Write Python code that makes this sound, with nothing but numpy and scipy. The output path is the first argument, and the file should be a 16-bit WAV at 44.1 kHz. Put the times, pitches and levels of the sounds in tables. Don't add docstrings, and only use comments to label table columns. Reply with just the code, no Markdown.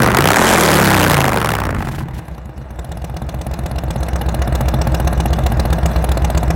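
import sys
import numpy as np
from scipy import signal
from scipy.fft import rfft, irfft, next_fast_len
from scipy.io import wavfile
from scipy.ndimage import uniform_filter1d

SR = 44100
rng = np.random.default_rng(int(sys.argv[2]) if len(sys.argv) > 2 else 0)


def int16_out(signal):
    q = np.round(np.clip(np.atleast_2d(signal).T, -1, 1) * 32767)
    wavfile.write(sys.argv[1], SR, q.astype(np.int16))


N = 288855
T = np.arange(N) / SR

# (time [s], four-stroke rate [cycles/s])
SPEED = [(0.0, 24.4), (0.13, 23.4), (0.2, 27.3), (0.3, 33.8), (0.4, 42.5), (0.45, 45.2), (0.52, 43.6),
         (0.63, 38.7), (1.0, 31.1), (1.3, 25.5), (1.85, 15.4), (2.5, 8.242), (2.95, 7.781), (3.03, 8.106),
         (4.03, 8.112), (4.04, 7.838), (4.51, 7.52), (5.16, 7.819), (5.6, 7.399), (5.72, 7.746),
         (6.55, 7.724)]
START_CYCLE = -.30
OPEN_S, CLOSING_S, SHUT_S, SNAP_S = .145, 0.332, 0.44, 0.018
CATCH_S, CATCH_LENGTH_S = 2.785, 0.078
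WEAK_IDLE_DB, SETTLED_S = -1.5, 5.55
COAST_CPS, SPIN_CPS, STARVING_CPS, STARVED_CPS = 17, 39, 16.2, 13.1

# (crest place [cycles], rise [cycles], thump [dB], bark [dB], hiss [dB])
IDLING_PUFFS = [(-.015, 0.041, -6.5, 8, 3), (.255, 0.036, -9, -14, -20), (.412, .034, -3, 6.5, -1),
                (.78, 0.03605, -3, 0, -6.5)]
COASTING_PUFFS = [(-.10, 0.012, -2, -4.5, -1.5), (.2, .03, -15.5, -15, -11), (.26, .012, -3, -0.5, 10),
                  (.57, 0.012, -2, -1, 10)]
SPINNING_PUFFS = [(-.51, 0.034, 4, 8, 0.3), (-.13, 0.028, 16, 4, -0.18), (.09, 0.03, -3.5, 10, -0.62),
                  (.37, 0.015, -3, 4, 0.98)]
PULLING_PUFFS = [(-.40, 0.05, 5, -15, -8), (-.21, 0.041, 3, 11, 14.5), (.23, 0.0406, 1, 11, 12.5),
                 (.42, 0.018, -31, -13, -28)]
# (crest time [s], level change [dB])
ODD_FIRINGS = [(.148, -2.5), (.183, -1.5), (.221, -8), (2.79, 9.5), (2.85, 0), (2.92, 4.5), (4.028, -9.5),
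               (4.083, -6), (5.915, -12.5), (5.987, -33)]
# (thump [dB], bark [dB], hiss [dB])
IDLE_SCATTER_DB, REV_SCATTER_DB = (1.2, 1.8, 2.2), (2.5, 2, 2)

# (rate [cycles/s], thump [dB], bark [dB], hiss [dB])
LOUDNESS = [(8.25, -18.5, -23.5, -33), (11.2, -15.5, -19.5, -25.5), (16.46, -2, -10.5, -30),
            (20, -5, -4, -14.5), (25.56, -1, 2.5, -6.5), (28.3, 1, 5, 1), (41.4, 3, 9.5, 4)]
# (thump [dB], bark [dB], hiss [dB])
THROTTLE_DB = (-2, 0.4, -0.5)
# (thump [dB], bark [dB], hiss [dB])
STARVED_DB = (-3.5, -4.5, -11.5)

# (place [cycles], length [cycles], level [dB])
VALVES = [(.21, 0.082, -44.5), (.61, 0.092, -46.5)]
# (frequency [Hz], density [dB per Hz])
VALVE_COLOUR = [(1000, -1), (1800, 8.5), (3500, -6), (6000, 6.5), (9000, -24), (15000, -20)]
# (start [s], end [s], level [dB]); fade time
RUSHES, RUSH_EDGE_S = [(1.75, 2.037, -27.5), (2.13, 2.21, -31)], 0.029

# (time [s], relative level [dB])
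POPS = [(1.402, -2), (1.4267, -3), (1.446, 5), (1.49, 5), (1.5034, -1), (1.518, 5), (1.5365, -2),
        (1.5522, -4), (1.5849, -6), (1.6007, -6), (1.634, -10), (1.6514, -7), (1.6672, 1), (1.6882, -10),
        (1.705, -1), (1.7448, -7), (1.805, -3), (1.8243, 0), (1.8662, -16), (1.8876, -2), (1.9331, -12),
        (1.9476, -9), (2.0049, -8), (2.035, -17)]
# (frequency [Hz], density [dB per Hz])
POP_COLOUR = [(300, -9), (700, 7), (1200, 4), (1800, 1), (2600, -17), (4000, -20)]
POPPED_DB = -2.5

# (multiple of cycle rate, relative level [dB])
PULSATION = [(3, 6.5), (4, -3.5), (5, 6.5), (6, 1.5), (7, -12), (8, -4), (9, 0.5), (10, -2), (11, -3.5),
             (15, -2.5)]
# (frequency [Hz], gain [dB])
GROWL_RESPONSE = [(55, -8), (95, 1), (120, 0), (148, 4), (165, 1), (200, -5), (260, -3), (310, 0),
                  (400, -2.5), (620, -6)]
# (rate [cycles/s], level [dB])
GROWL_LEVEL = [(10, -18), (13, -5), (16, -3), (23, -1.5), (28, 2), (34, 2.5), (39, -1), (44, -3)]

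# (frequency [Hz], density [dB per Hz])
HISS_COLOUR = [(1500, 5), (2600, 5.5), (4000, -0.5), (5500, -2), (8000, -4.5), (11500, -4), (13000, -7),
               (16000, -6)]
# (place [cycles], frequency [Hz], width [Hz], boost [dB])
WHISTLES = [(0, 6380, 2000, 5.5), (.42, 11400, 2510, 8)]
# (frequency [Hz], width [Hz], boost [dB])
EDGE_CPS = (30, 44)
RASP_EDGE = [(2700, 310, -8), (4700, 700, -2), (7600, 1800, 5.5), (15500, 4000, -7)]
# (frequency [Hz], width [Hz], boost [dB])
OUTLET = [(670, 85, 0.5), (1633, 27, 5), (2210, 42, -7), (2890, 180, 6.5), (3110, 270, -7),
          (3570, 300, 6.5), (4080, 340, 6.5), (4680, 470, -2), (6400, 2700, -0.5), (7940, 170, 7.5)]
# (frequency [Hz], density [dB per Hz])
SLOW_BARK = [(150, -7.5), (320, -4), (400, -6), (600, -0.5), (810, -4), (1000, -8.5), (1800, -15),
             (2500, -23), (3600, -33)]
# (frequency [Hz], density [dB per Hz])
FAST_BARK = [(170, -4.5), (300, -0.5), (600, -0.5), (1000, -2), (1500, -4), (1950, -8), (2500, -17.5),
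             (3600, -29)]
# (frequency [Hz], density [dB per Hz])
FAST_THUMP = [(25, -60), (45, -2.5), (70, -3), (110, -6.5), (155, -8), (240, -8.5), (320, -15.5),
              (500, -29.5)]
# (frequency [Hz], width [Hz], relative level [dB], outlet polarity, swell place [cycles], swell depth [dB])
PIPE = [(62.6, 6.1, 1, 1, 1, 2.5), (104, 32, -21.5, -1, 0.19, 22.5), (129.3, 5.7, -12, -1, 0.57, 12),
        (164.6, 6.1, -10.5, -1, 0.059, 7.5), (221.8, 7.2, -17.5, 1, 0.42, 11),
        (316.3, 7.3, -17.5, 1, 0.78, 4)]
# (frequency [Hz], width [Hz], boost [dB])
HOT_PIPE = [(159, 25, 6), (327, 46, 7)]

LIMIT_DB, RECOVERY_DB_PER_S, EDGE_HZ = -10, 5.5, 16050


def amp(db):
    return 10 ** (np.asarray(db) / 20)


def curve(rows, t=T, axis=1):
    rows = np.asarray(rows, float)
    return np.interp(t, rows[:, 0], rows[:, axis])


def ramp(x, start, end):
    return np.clip((x - start) / (end - start), 0, 1)


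def drift(count):
    return np.interp(T, np.linspace(0, T[-1], count), rng.standard_normal(count))


def add(mix, start_s, sound):
    part = mix[max(round(start_s * SR), 0):][:len(sound)]
    part += sound[:len(part)]


def steady(x, size=5760):
    power = uniform_filter1d(uniform_filter1d(x ** 2, size), size)
    return x / np.sqrt(abs(power) + 1e-12)


def colour(x, points, modes=(), depth=1, size=8192):
    hz = np.fft.rfftfreq(size, 1 / SR)
    f, level = np.transpose(points)
    db = np.interp(np.log(hz + 1), np.log(f), level)
    db -= 20 * np.log2(np.maximum(hz / f[-1], 1) * np.maximum(f[0] / (hz + 1), 1))
    db += depth * sum(boost / (1 + (2 * (hz - centre) / width) ** 2) for centre, width, boost in modes)
    log_gain = np.log(amp(np.maximum(db, -90)))
    circle = np.r_[log_gain, log_gain[-2:0:-1]]
    taps = np.fft.ifft(np.exp(np.conj(signal.hilbert(circle)))).real
    return signal.oaconvolve(x, taps[:size // 2])[:N]


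def disperse(x, delay_s, hz):
    size = next_fast_len(N + SR // 10)
    f = np.fft.rfftfreq(size, 1 / SR)
    shift = np.exp(-2j * np.pi * delay_s * hz * (1 - np.exp(-f / hz)))
    return irfft(rfft(x, size) * shift, size)[:N]


def crank():
    return START_CYCLE + np.cumsum(curve(SPEED)) / SR


def throttle(t):
    return ramp(t, OPEN_S, OPEN_S + SNAP_S) - ramp(t, CLOSING_S, SHUT_S)


def idling(t):
    return ramp(t, CATCH_S - CATCH_LENGTH_S, CATCH_S)


def slackness(t=T, at_idle=0.057):
    starved = ramp(curve(SPEED, t), STARVING_CPS, STARVED_CPS)
    return starved * (1 - (1 - at_idle) * idling(t))


def loudness(axis):
    speed_db = curve(LOUDNESS, curve(SPEED), axis)
    throttle_db = THROTTLE_DB[axis - 1] * throttle(T)
    starved_db = STARVED_DB[axis - 1] * slackness()
    weak_db = WEAK_IDLE_DB * idling(T) * ramp(T, SETTLED_S, CATCH_S)
    return speed_db + throttle_db + starved_db + weak_db


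def churning(calm_db=-3.5, pulling_db=-4):
    return calm_db * (1 - ramp(curve(SPEED), 28.0, 32.7)) + pulling_db * throttle(T)


def pattern(when, slot):
    rows = np.array(COASTING_PUFFS)[slot]
    spinning = ramp(curve(SPEED, when), COAST_CPS, SPIN_CPS)
    blends = (SPINNING_PUFFS, spinning), (PULLING_PUFFS, throttle(when)), (IDLING_PUFFS, idling(when))
    for table, share in blends:
        rows = rows + share[:, None] * (np.array(table)[slot] - rows)
    return rows


def puffs(slack_scatter_db=5.0, idle_jitter=0.0023, rev_jitter=0.0057, stretch=1.8):
    turns = crank()
    cycles = np.repeat(np.arange(np.ceil(turns[-1])), len(IDLING_PUFFS))
    slot = np.arange(len(cycles)) % len(IDLING_PUFFS)
    when = np.interp(cycles + slot / len(IDLING_PUFFS), turns, T)
    idle, slack, rows = idling(when), slackness(when), pattern(when, slot)
    luck = rng.standard_normal((len(cycles), 5))

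    jitter = luck[:, 0] * np.interp(idle, [0, 1], [rev_jitter, idle_jitter])
    crest = cycles + rows[:, 0] + jitter
    onset = np.interp(crest - rows[:, 1] * (1 + stretch * slack), turns, T)
    crest_s = np.interp(crest, turns, T)
    rise = crest_s - onset

    scatter_db = np.outer(idle, IDLE_SCATTER_DB) + np.outer(1 - idle, REV_SCATTER_DB)
    scatter_db = scatter_db + slack_scatter_db * slack[:, None]
    db = rows[:, 2:] + scatter_db * (luck[:, 1:2] + luck[:, 2:]) / np.sqrt(2)
    for time_s, odd_db in ODD_FIRINGS:
        db[np.argmin(abs(crest_s - time_s))] += odd_db
    for time_s, _ in POPS:
        db[abs(crest_s - time_s) < .007, 1:] += POPPED_DB
    heard = (onset > 0) & (onset < T[-1])
    return onset[heard], rise[heard], *amp(db[heard]).T


def kicks(onset, gain):
    return np.bincount(np.clip(onset * SR, 0, N).astype(int), gain, N + 1)[:N]


def jet(onset, rise, gain, sharp, size=3000):
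    strength = np.zeros(N + size)
    for start_s, rise_s, g in zip(onset, rise, gain):
        age = np.arange(size) / SR / max(rise_s, 1 / SR)
        strength[int(start_s * SR):][:size] += g * (age * np.exp(1 - age)) ** sharp
    return strength[:N] * rng.standard_normal(N)


def wake(x, wake_db, t30_s):
    keep = amp(-60 / (abs(t30_s) * SR))
    power = signal.lfilter([1 - keep], [1, -keep], x ** 2)
    return x + amp(wake_db) * np.sqrt(power) * rng.standard_normal(N)


def flow(db, slack_db):
    return amp(db + slack_db * slackness()) * rng.standard_normal(N)


def by_speed(slow, fast, slow_cps=9, fast_cps=17):
    share = ramp(curve(SPEED), slow_cps, fast_cps)
    return steady(np.sqrt(1 - share) * steady(slow) + np.sqrt(share) * steady(fast))


def flutter(x, patchy_db, whistles=()):
    hz, t, z = signal.stft(x, SR, nperseg=256)
    patches = uniform_filter1d(rng.standard_normal(z.shape), size=5, axis=0)
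    patches = uniform_filter1d(patches, size=9, axis=1)
    db = patchy_db * patches / patches.std()
    turns = np.interp(t, T, crank())
    for place, centre, width, boost in whistles:
        band = np.exp(-((hz - centre) / width) ** 2)
        swell = np.cos(np.pi * (turns - place)) ** 8
        db = db + boost * np.outer(band, swell)
    return signal.istft(z * amp(db), SR)[1][:N]


def valve_gear(uneven_db=3):
    turns, level = crank(), 0
    for place, length, db in VALVES:
        distance = (turns - place + .5) % 1 - .5
        level = level + amp(db) * np.exp(-(distance / length) ** 2)
    rustle = colour(rng.standard_normal(N), VALVE_COLOUR, OUTLET)
    return level * amp(uneven_db * drift(count=110)) * steady(flutter(rustle, patchy_db=5.5))


def rushes(depth_db=7.5):
    level = 0
    for start, end, db in RUSHES:
        fade = ramp(T, start, start + RUSH_EDGE_S) * ramp(T, end, end - RUSH_EDGE_S)
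        level = level + amp(db) * fade
    pumping = amp(depth_db * np.cos(2 * np.pi * 2 * crank()))
    return level * pumping * steady(colour(rng.standard_normal(N), HISS_COLOUR))


def pops(level_db=24.5, echo_s=0.0037, echo_db=-11, cooled_db=-11, hot_s=1.57, cool_s=1.7):
    when, db = np.transpose(POPS)
    shocks = kicks(when, amp(db)) + kicks(when + echo_s, amp(db + echo_db))
    ring = colour(wake(shocks, wake_db=-13, t30_s=0.03), POP_COLOUR)
    ring = disperse(ring, delay_s=0.0017, hz=1200)
    front = colour(wake(shocks, wake_db=6, t30_s=0.008), HISS_COLOUR)
    front = front * amp(-13 + cooled_db * ramp(T, hot_s, cool_s))
    return amp(level_db) * (ring + front)


def growl(waver_db=4.5):
    turns, tones = crank(), 0
    for order, db in PULSATION:
        level = amp(db + waver_db * drift(count=40))
        tones = tones + level * np.sin(2 * np.pi * (round(order) * turns + rng.random()))
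    level_db = curve(GROWL_LEVEL, curve(SPEED)) + loudness(axis=1)
    return steady(colour(tones, GROWL_RESPONSE)) * amp(level_db)


def hiss(onset, rise, gain):
    gas = steady(jet(onset, rise, gain, sharp=4.0)) + flow(db=-19.0, slack_db=12)
    spit = colour(wake(gas, wake_db=-14.5, t30_s=0.3), HISS_COLOUR, OUTLET)
    slow = flutter(spit, patchy_db=3.5, whistles=WHISTLES)
    torn = wake(gas, wake_db=1 + churning(), t30_s=0.013)
    edge = ramp(curve(SPEED), *EDGE_CPS)
    plain = colour(torn, HISS_COLOUR, OUTLET, depth=0.043)
    rasp = (1 - edge) * plain + edge * colour(torn, HISS_COLOUR, RASP_EDGE)
    return by_speed(slow, flutter(rasp, patchy_db=1.5)) * amp(loudness(axis=3))


def knocks(onset, gain, hz=745, spread=0.055, swell_s=0.0038, sharp=3.5,
           lead_s=0.0024, echo_s=0.00585, echo_db=-9):
    t, out = T[:SR // 40], np.zeros(N + SR)
    swell = (t / swell_s * np.exp(1 - t / swell_s)) ** sharp
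    for start_s, g, luck in zip(onset, gain, rng.standard_normal(len(onset))):
        ring = g * swell * np.sin(2 * np.pi * hz * (1 + spread * luck) * (t - lead_s))
        add(out, start_s - lead_s, ring)
        add(out, start_s - lead_s + echo_s, amp(echo_db) * ring)
    return steady(out[:N])


def bark(onset, rise, gain, lag=0.3526, rough_db=1, knock_db=-3.5):
    front = steady(kicks(onset + lag * rise, gain))
    rough = amp(rough_db) * steady(jet(onset, rise, gain, sharp=1.0))
    gas = front + rough + flow(db=-7.5, slack_db=7)
    slow = steady(colour(wake(gas, wake_db=-1, t30_s=0.72), SLOW_BARK, OUTLET))
    slow = slow + amp(knock_db) * (1 - slackness()) * knocks(onset, gain)
    fast = colour(wake(gas, wake_db=0.5 + churning(), t30_s=0.027), FAST_BARK, OUTLET, depth=0.2)
    fast = disperse(fast, delay_s=0.003936, hz=809)
    return by_speed(slow, fast) * amp(loudness(axis=2))


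def thump(onset, rise, gain, churn_db=-21, rumble_db=-19, top_hz=420, revved_db=-7, level_db=4.0):
    churn = steady(jet(onset, 2 * rise, gain, sharp=0.99))
    push = steady(kicks(onset, gain)) + amp(churn_db) * churn
    t, turns, ringing = T[:SR // 2], crank(), np.zeros(N)
    for hz, width, db, side, place, swell_db in PIPE:
        ring = np.sign(side) * np.exp(-np.pi * width * t) * np.cos(2 * np.pi * hz * t)
        swell = amp(db + swell_db * np.cos(2 * np.pi * (turns - place)))
        ringing += signal.oaconvolve(push, ring)[:N] * swell
    soften = signal.butter(4, top_hz, fs=SR, output="sos")
    rumble = steady(colour(rng.standard_normal(N), FAST_THUMP, HOT_PIPE))
    boom = steady(signal.sosfilt(soften, ringing)) + amp(rumble_db) * rumble
    drone = colour(push, FAST_THUMP, HOT_PIPE)
    voice_db = level_db + loudness(axis=1) + revved_db * ramp(curve(SPEED), 13.4, 15.5)
    return by_speed(boom, drone, slow_cps=12.4, fast_cps=30.7) * amp(voice_db)


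def scene():
    onset, rise, thumps, barks, hisses = puffs()
    background = valve_gear() + rushes() + pops() + growl()
    exhaust = hiss(onset, rise, hisses) + bark(onset, rise, barks) + thump(onset, rise, thumps)
    return (background + exhaust)[None]


def gain_control(x, size=4410):
    power_db = 10 * np.log10(abs(uniform_filter1d(x[0] ** 2, size)) + 1e-12)
    recovered = RECOVERY_DB_PER_S * T
    held_db = np.maximum.accumulate(power_db + recovered) - recovered
    return x / amp(uniform_filter1d(np.maximum(held_db - LIMIT_DB, 0), size))


def record(dry, ceiling=0.75):
    ducked = gain_control(dry)
    rounded = ducked / (1 + (ducked / ceiling) ** 6) ** (1 / 6)
    lowpass = signal.firwin(401, EDGE_HZ, window=("kaiser", 8), fs=SR)
    return signal.oaconvolve(rounded, lowpass[None], "same")


dry = scene()
out = record(dry)
int16_out(out)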